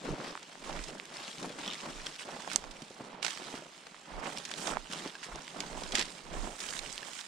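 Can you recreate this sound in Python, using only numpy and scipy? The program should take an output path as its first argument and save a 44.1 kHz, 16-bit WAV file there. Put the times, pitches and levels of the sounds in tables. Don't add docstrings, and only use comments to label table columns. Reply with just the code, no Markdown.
import sys
import numpy as np
from scipy import signal
from scipy.fft import rfft, irfft, next_fast_len
from scipy.io import wavfile
from scipy.ndimage import uniform_filter1d, map_coordinates

SR = 44100
rng = np.random.default_rng(int(sys.argv[2]) if len(sys.argv) > 2 else 0)


def digitize_waveform(pressure):
    field = np.atleast_2d(pressure).T
    bounded = np.clip(field, -1, 1)
    quanta = np.round(bounded * 32767).astype(np.int16)
    wavfile.write(sys.argv[1], SR, quanta)


N = 320607


def amp(db):
    return 10 ** (np.asarray(db) / 20)


def unit(x):
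    return x / np.sqrt(np.mean(x ** 2) + 1e-20)


def along(points, hz):
    freqs, values = np.transpose(points)
    return np.interp(np.log(hz + 1), np.log(freqs + 1), values)


def curve(points):
    return np.interp(np.arange(N) / SR, *np.transpose(points))


def wobble(rate):
    knots = rng.standard_normal(int(N * rate / SR) + 4)
    return map_coordinates(knots, [np.arange(N) * rate / SR])


def filtered(x, response):
    n = x.shape[-1]
    padded = next_fast_len(2 * n)
    return irfft(rfft(x, padded) * response(np.fft.rfftfreq(padded, 1 / SR)), padded)[..., :n]


def resonance(f, hz, q):
    return 1j * f * hz / q / (hz * hz - f * f + 1j * f * hz / q)


def pan(side_db):
    gains = np.array([amp(side_db / 2), amp(-side_db / 2)]).reshape(2, -1)
    return gains / np.sqrt(np.mean(gains ** 2, axis=0))


# (frequency [Hz], correlation [0-1])
COHERENCE = [(40, 0.38), (170, 0.92), (380, 0.91), (750, 0.65), (1300, 0.11), (2400, 0.63), (4400, 0.7),
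             (8000, 0), (15000, 0.031)]

def stereo(pair, spectrum=((1, 0),)):
    def response(hz):
        angle = np.arccos(np.clip(along(COHERENCE, hz), -1, 1)) / 2
        return amp(along(spectrum, hz)) * [np.cos(angle), np.sin(angle)]
    mid, side = filtered(pair, response)
    return unit(np.array([mid + side, mid - side]))


def add(track, s, sound):
    start = max(round(s * SR), 0)
    part = track[:, start:start + sound.shape[1]]
    part += sound[:, :part.shape[1]]


def crackle(rate, hz, cycles, spread_db, smooth_db):
    draws = rng.random((int(rate * N / SR), 6))
    t = np.arange(SR // 250) / SR
    pitch = hz * 2 ** (1.42 * (draws[:, 1] + draws[:, 2] - 1))[:, None]
    size = amp(-spread_db * np.log(0.15 + draws[:, 3]))[:, None]
    rings = size * np.sin(2 * np.pi * pitch * t) * np.exp(-pitch * t / cycles)
    samples = ((draws[:, :1] * N).astype(int) + np.arange(len(t))).ravel()
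    signs = np.sign(draws[:, 4:].T - .5)
    pair = np.array([np.bincount(samples, (rings * sign[:, None]).ravel(), N)[:N] for sign in signs])
    return unit(pair) + amp(smooth_db) * rng.standard_normal((2, N))


def patchy(pair, depth_db):
    spectra = signal.stft(pair, nperseg=512)[2]
    field = rng.standard_normal(spectra.shape[1:])
    for axis in (0, 1):
        field = uniform_filter1d(field, size=4, axis=axis)
    return unit(signal.istft(spectra * amp(depth_db * unit(field)), nperseg=512)[1][:, :N])


def stroke(s, length, attack_s, release_s, arch_db):
    t = np.arange(N) / SR - s
    middle = np.sin(np.pi * np.clip(t / length, 0, 1))
    rise_db = -20 * np.maximum(-t / attack_s, 0)
    decay_db = -20 * np.maximum((t - length) / release_s, 0)
    return amp(arch_db * middle + rise_db + decay_db)


def contacts(rows, **envelope):
    gains = np.array([amp(db) * stroke(s, length, **envelope) for s, length, db, _ in rows])
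    bright = amp([row[3] for row in rows])[:, None]
    return np.linalg.norm(gains, axis=0), np.linalg.norm(gains * bright, axis=0)


def stalks(per_s=45, decay_s=.002, spread_db=6):
    breaks = (rng.random(N) < per_s / SR) * amp(spread_db * rng.uniform(-0.93, 1, N))
    bursts = signal.lfilter([1], [1, -np.exp(-1 / (decay_s * SR))], breaks)
    return unit(bursts * patchy(rng.standard_normal((2, N)), depth_db=5))


# (time [s], duration [s], level [dB], fabric relative to needles [dB])
BRUSHES = [(.04, 0.059, -49, -8.5), (.19, .12, -48.5, -13), (.645, 0.25, -48, -6.5),
           (1.14, 0.16, -47, -7.5), (1.29, 0.17, -50, -3), (1.59, 0.27, -47, -8.5), (1.9, 0.25, -50, -6.5),
           (2.195, 0.022, -43.5, -5.5), (2.29, 0.2, -50, -8), (2.5, 0.046, -41.5, -10),
           (3.238, 0.08, -39.5, -7), (3.33, 0.24, -46.5, -8), (4.24, 0.092, -46, -5),
           (4.36, 0.25, -46.5, -8), (4.585, 0.13, -42.5, -1), (4.915, 0.088, -42.5, -8),
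           (5.02, 0.067, -44, -12), (5.235, 0.0053, -40, -9), (5.6, 0.13, -52, -4), (5.77, 0.16, -51.5, -2),
           (5.95, 0.063, -32, -13.5), (6.04, 0.15, -50.5, -5.5), (6.335, 0.23, -53.5, 3),
           (6.595, 0.19, -44, 0), (6.82, 0.16, -47, -4.5), (7.05, 0.16, -46.5, -2.5)]
# (time [s], level [dB])
RUSTLE = [(0, -54.5), (1.0, -54.5), (1.5, -52), (2.6, -53.5), (3.07, -56.5), (3.2, -66), (3.6, -54.5),
          (4.0, -57.5), (4.8, -52), (5.2, -53), (5.8, -50.5), (6.25, -54.5), (7.27, -49)]
# (time [s], left minus right [dB])
CONTACT_SIDE = [(0, 3), (.8, -8), (1.3, 1), (2.2, -4.5), (2.5, -8.5), (2.9, -4.5), (3.3, -7.5), (3.8, -5.5),
                (4.4, -10), (4.7, -11), (5, -5), (6.7, -12.5)]
# (frequency [Hz], level [dB])
NEEDLE_SPECTRUM = [(200, -40), (900, -2), (1600, -0.5), (2400, -2.5), (3300, -1), (4400, -3.5),
                   (5400, -2.5), (7000, -18.5), (10000, -23), (16000, -47)]
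FABRIC_SPECTRUM = [(1500, -53), (4500, -27.5), (6500, -0.5), (7700, 0.5), (8700, -1.5), (9700, -8),
                   (11000, -20), (15000, -25.5)]

def scrub(stirred_db=-11, rustle_sheen_db=-6, stalks_db=-8):
    brush, sheen = contacts(BRUSHES, attack_s=0.017, release_s=0.048, arch_db=-1)
    _, grind = contacts(STEPS, **STEP_ENVELOPE)
    rustle = amp(curve(RUSTLE))
    brush = np.linalg.norm([brush, rustle, amp(stirred_db) * grind], axis=0)
    sheen = np.hypot(sheen, amp(rustle_sheen_db) * rustle)
    side_db = curve(CONTACT_SIDE)
    drag = amp(1.1 * wobble(120))
    ticks = patchy(crackle(rate=650, hz=4800, cycles=.8, spread_db=3.8, smooth_db=4.5), depth_db=2)
    crunch = ticks + amp(stalks_db) * stalks()
    needles = amp(-1.5) * brush * stereo(crunch, NEEDLE_SPECTRUM) * pan(side_db)
    fabric = amp(-2.0) * sheen * stereo(crunch, FABRIC_SPECTRUM) * pan(0.35 * side_db)
    return drag * (needles + fabric)


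# (time [s], level [dB], half width at 1/e [s])
PUFFS = [(.12, -44, 0.036), (.77, -44, 0.092), (2.0, -52, 0.099), (2.66, -52, 0.094), (4.17, -41.5, 0.04),
         (4.76, -52, 0.087), (5.35, -42.5, 0.034), (5.86, -44.5, 0.16), (6.39, -39.5, 0.095),
         (6.83, -53, 0.14)]
# (frequency [Hz], level [dB])
HUSH_SPECTRUM = [(25, -19), (90, -45), (170, 1), (1300, 5), (3200, 5.5), (8000, -20), (11000, -41),
                 (15000, -39)]
RUMBLE_SPECTRUM = [(12, -20), (28, 3.5), (40, -7), (60, -15), (110, -33), (300, -64), (900, -110)]

def wind():
    t = np.arange(N) / SR
    puffs = sum(amp(db) * np.exp(-((t - s) / width) ** 2) for s, db, width in PUFFS)
    hush = amp(-60.5 + 0.23 * wobble(2.4)) * stereo(rng.standard_normal((2, N)), HUSH_SPECTRUM)
    rumble = amp(0.5) * puffs * stereo(rng.standard_normal((2, N)), RUMBLE_SPECTRUM)
    return hush * pan(-1.0) + rumble * pan(-8.5)


# (time [s], duration [s], level [dB], grit relative to scuff [dB])
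STEPS = [(.06, 0.081, -42.5, -2.5), (.21, 0.093, -47, 1), (.68, 0.1, -45.5, 2), (.9, 0.05, -48, -5.5),
         (1.12, 0.17, -57, 5), (1.43, .025, -42.5, -7), (1.575, 0.11, -46.5, -1), (1.845, 0.048, -47.5, 2),
         (1.98, 0.11, -56, 5), (2.28, 0.095, -50, 2), (2.47, 0.19, -54, 2), (2.7, 0.11, -58, 1),
         (3.025, .02, -52, 3), (3.132, 0.0099, -52.5, 5.5), (3.24, 0.015, -53.5, 3), (3.41, 0.17, -52.5, 2),
         (4.115, 0.093, -52, 5.5), (4.24, 0.038, -46, 7.5), (4.355, 0.028, -50.5, 3.5),
         (4.51, 0.11, -49.5, -1), (4.672, 0.057, -43, 4.5), (4.95, 0.11, -49, 0), (5.3, 0.089, -51, 2),
         (5.56, 0.28, -47.5, 1.5), (5.94, 0.062, -45, -2), (6.07, 0.45, -57.5, -2), (6.34, 0.034, -45, 3),
         (6.455, 0.02, -43.5, 2.5), (6.62, 0.26, -53.5, 2.5), (7.03, 0.04, -61.5, 12)]
STEP_ENVELOPE = dict(attack_s=0.092, release_s=0.1, arch_db=-1.5)
# (frequency [Hz], level [dB])
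SCUFF_SPECTRUM = [(30, -8.5), (95, -23.5), (150, 0), (230, 0), (400, 0), (600, -0.5), (1200, -14.5),
                  (3000, -90)]
GRIT_SPECTRUM = [(100, -53), (350, -13), (600, -4), (950, -2), (1400, -1.5), (2400, -3.5), (6000, -20),
                 (16000, -80)]

def soles(trickle_scuff_db=-62.5, trickle_grit_db=-61):
    press, grind = contacts(STEPS, **STEP_ENVELOPE)
    press = np.hypot(press, amp(trickle_scuff_db))
    grind = np.hypot(grind, amp(trickle_grit_db))
    slips = wobble(90)
    soil = crackle(rate=900, hz=353, cycles=0.47, spread_db=5.5, smooth_db=7.5)
    grains = crackle(rate=600, hz=900, cycles=1.2, spread_db=3.8, smooth_db=0)
    scuff = stereo(soil, SCUFF_SPECTRUM) * press * amp(1.83 * slips)
    grit = stereo(grains, GRIT_SPECTRUM) * grind * amp(2.0 * slips)
    return scuff * pan(-0.33) + grit * pan(curve(CONTACT_SIDE))


# (time [s], level [dB], frequency [Hz])
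HEELS = [(.089, -29, 400), (.101, -30, 180), (0.126, -30.5, 160), (.698, -34, 620), (.891, -43, 640),
         (1.445, -34, 680), (1.502, -37, 420), (1.855, -38, 870), (2.273, -40, 330), (2.287, -36, 750),
         (2.363, -40, 750), (2.398, -36.5, 880), (2.906, -42, 400), (3.622, -42, 500), (2.821, -38.5, 216),
         (2.999, -38.5, 695), (3.007, -35.5, 266), (3.541, -32.5, 303), (4.899, -42, 248), (5.06, -33, 282),
         (5.32, -39.5, 1050), (5.984, -32, 327)]

def heels(grit_db=-4, grit_t60=0.07, low_cut_hz=129, gain_db=1):
    out, t = np.zeros((2, N)), np.arange(SR // 10) / SR
    for s, db, hz in HEELS:
        soil = 1.15 * np.sin(2 * np.pi * hz * t) * np.exp(-hz * t)
        noise = rng.standard_normal(len(t))
        grit = unit(filtered(noise, lambda f: resonance(f, hz, 2.05) * resonance(f, hz, 0.34)))
        slap = grit * amp(grit_db - 60 * t / grit_t60) * (1 - np.exp(-t / 0.00015))
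        thud = filtered(soil + slap, lambda f: 1j * f / low_cut_hz * resonance(f, low_cut_hz, 0.99))
        add(out, s, amp(db + gain_db) * pan(-1.4) * thud)
    return out


# (time [s], level [dB], frequency [Hz], 60 dB
# decay time [s], left minus right [dB])
TWIGS = [ (0.3529, -30.5, 1000, 0.005, -7), (0.3754, -33, 1400, 0.011, -5), (0.429, -39, 3100, .02, 0),
         (0.9985, -31, 2350, 0.005, -10), (0.554, -37.5, 720, 0.011, 7), (0.7905, -32.5, 2400, 0.01, 0),
         (0.839, -35.5, 4100, 0.027, -12), (0.952, -37, 750, 0.0079, 6), (1.2795, -35, 3200, .014, 1),
         (1.383, -37, 3200, .012, 0), (1.4287, -33.5, 1900, 0.02, -1), (1.7343, -32, 3280, 0.016, -1),
         (1.744, -33, 3300, .014, -1), (2.062, -34, 3600, .012, 1), (2.0667, -30, 3260, 0.018, 2),
         (2.161, -37.5, 4270, 0.014, 7), (2.4755, -30.5, 850, 0.016, -4), (2.5157, -32.5, 2090, 0.022, -11),
         (2.5596, -10, 7600, 0.01, -13), (2.5602, -20.5, 5200, .008, -14), (2.561, -29, 1000, .012, -10),
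         (2.532, -27, 7200, 0.022, -18), (2.64, -31, 990, 0.012, -12), (2.711, -39, 4550, 0.022, -8),
         (2.82, -40, 3750, 0.022, -8), (3.2275, -28.5, 2300, .03, -12), (3.2475, -23.5, 2400, .03, -14),
         (3.2646, -26.5, 2100, .028, -13), (3.281, -30.5, 1900, .03, -13), (3.3055, -32, 4190, .022, -10),
         (3.374, -31.5, 1970, 0.014, -12), (3.868, -38.5, 800, 0.018, 3), (3.9448, -39.5, 1100, 0.01, -8),
         (4.384, -32, 4400, 0.02, -4), (4.452, -34, 4200, 0.032, -2), (4.5145, -29.5, 2520, 0.02, -2),
         (4.5388, -29.5, 3000, 0.012, -1), (4.672, -26, 3400, 0.02, -12), (4.679, -27, 750, .009, -8),
         (4.721, -29.5, 1100, .008, -8), (4.7699, -22, 880, 0.002, -12), (4.9249, -33.5, 4800, 0.02, -2),
         (5.3578, -33.5, 4020, 0.013, -3), (5.4788, -34.5, 1770, 0.016, 1), (5.6043, -25.5, 3800, 0.02, -4),
         (5.835, -34, 4200, 0.021, -2), (5.921, -33, 3300, 0.04, -4.5), (5.953, -19, 3600, .026, -4),
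         (5.9838, -26, 2800, .02, -3), (5.9935, -22.5, 4600, .025, -5), (6.0137, -23.5, 3830, .012, -4),
         (6.024, -30, 3000, .024, -4), (6.054, -35, 3800, 0.022, 0), (6.603, -34.5, 4070, 0.03, -3),
         (6.7071, -31, 5500, 0.016, -6), (6.767, -32, 3400, .016, -9), (6.791, -28, 3080, 0.017, -11),
         (6.9035, -35.5, 5200, .012, -8), (6.9271, -31, 6330, 0.0065, -8), (6.9789, -29, 3080, 0.009, -6),
         (7.2108, -34, 3800, 0.009, -6)]
# (frequency [Hz], gain [dB])
CRACK_RESPONSE = [(60, -20), (160, 5.5), (7800, 4), (9500, -2.5), (11000, -10.5), (16000, -30)]

def twigs(q=2, body_db=-15, splinter_db=-3, stub_db=-20, litter_db=-24, litter_t60=0.12):
    out, t = np.zeros((2, N)), np.arange(SR // 10) / SR
    impulse = signal.unit_impulse(len(t), 20)
    for s, db, hz, t60, side_db in TWIGS:
        toughness = t60 / 0.024
        bend = filtered(impulse, lambda f: resonance(f, hz, q) * resonance(f, hz, 0.88))
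        body = filtered(impulse, lambda f: resonance(f, hz, 1.0) / (1 + 1j * f / hz))
        crack = bend + amp(body_db) * body
        crack /= np.sqrt(np.sum(crack ** 2) / (SR * 0.00064))
        noise = stereo(rng.standard_normal((2, len(t))))
        fibres = unit(filtered(noise, lambda f: resonance(f, hz, 0.82)))
        fibres *= amp(splinter_db - 60 * t / t60) + amp(litter_db - 60 * t / litter_t60)
        stub = np.sin(2 * np.pi * hz * t) * amp(stub_db - 60 * t / t60) * toughness ** 3
        fibre_share = min(toughness, 1)
        snap = (1 - fibre_share) * crack + fibre_share * fibres + stub
        snap = filtered(snap, lambda f: amp(along(CRACK_RESPONSE, f)))
        add(out, s, amp(db) * pan(side_db) * snap)
    return out


# (time [s], level [dB], frequency [Hz], 60 dB decay time [s], left minus right [dB])
STICKS = [(1.169, -33, 5100, .02, -4), (1.678, -28, 3350, .035, -1), (2.0662, -24.5, 3250, .02, 1),
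          (4.374, -30, 5400, .018, -4), (5.153, -35.5, 1630, .036, -3), (6.6885, -29, 3200, .018, -8),
          (6.726, -35, 1640, .02, -3), (6.861, -33, 2900, .02, -7), (7.0295, -30, 1700, .014, -4)]

def sticks(overtone_ratio=1.67, overtone_db=-5, tick_db=-6, tick_t60=0.014, rattle_rad=0.465):
    out, t = np.zeros((2, N)), np.arange(SR // 10) / SR
    for s, db, hz, t60, side_db in STICKS:
        ring = np.zeros(len(t))
        for ratio, mode_db in ((1, 0), (overtone_ratio, overtone_db)):
            phase = 2 * np.pi * hz * ratio * t + rattle_rad * wobble(hz / 4)[:len(t)]
            ring += amp(mode_db - 60 * t * ratio / t60) * np.sin(phase)
        ring = filtered(ring, lambda f: amp(along(CRACK_RESPONSE, f)))
        noise = stereo(rng.standard_normal((2, len(t))), NEEDLE_SPECTRUM)
        tick = amp(tick_db - 60 * t / tick_t60) * noise
        add(out, s, amp(db) * pan(side_db) * (ring / 2 + tick))
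    return out


# (frequency [Hz], quality factor [-], level [dB])
BRANCH_MODES = [(3120, 25, -1), (3650, 9, -1), (5160, 12, -6)]

def branch(level_db=-50.5):
    drag = amp(level_db) * stroke(s=1.61, length=0.16, attack_s=.025, release_s=.035, arch_db=7.5)
    ticks = stereo(crackle(rate=170, hz=3500, cycles=1, spread_db=4, smooth_db=-10))
    wood = lambda f: sum(amp(db) * resonance(f, hz, q) for hz, q, db in BRANCH_MODES)
    return drag * unit(filtered(ticks, wood))


def scene():
    return twigs() + sticks() + heels() + soles() + scrub() + branch() + wind()


def record(dry):
    ceiling, band_limit_hz = .95, 15850
    rounded = dry / (1 + (dry / ceiling) ** 8) ** (1 / 8)
    return filtered(rounded, lambda hz: hz < band_limit_hz)


dry = scene()
out = record(dry)
digitize_waveform(out)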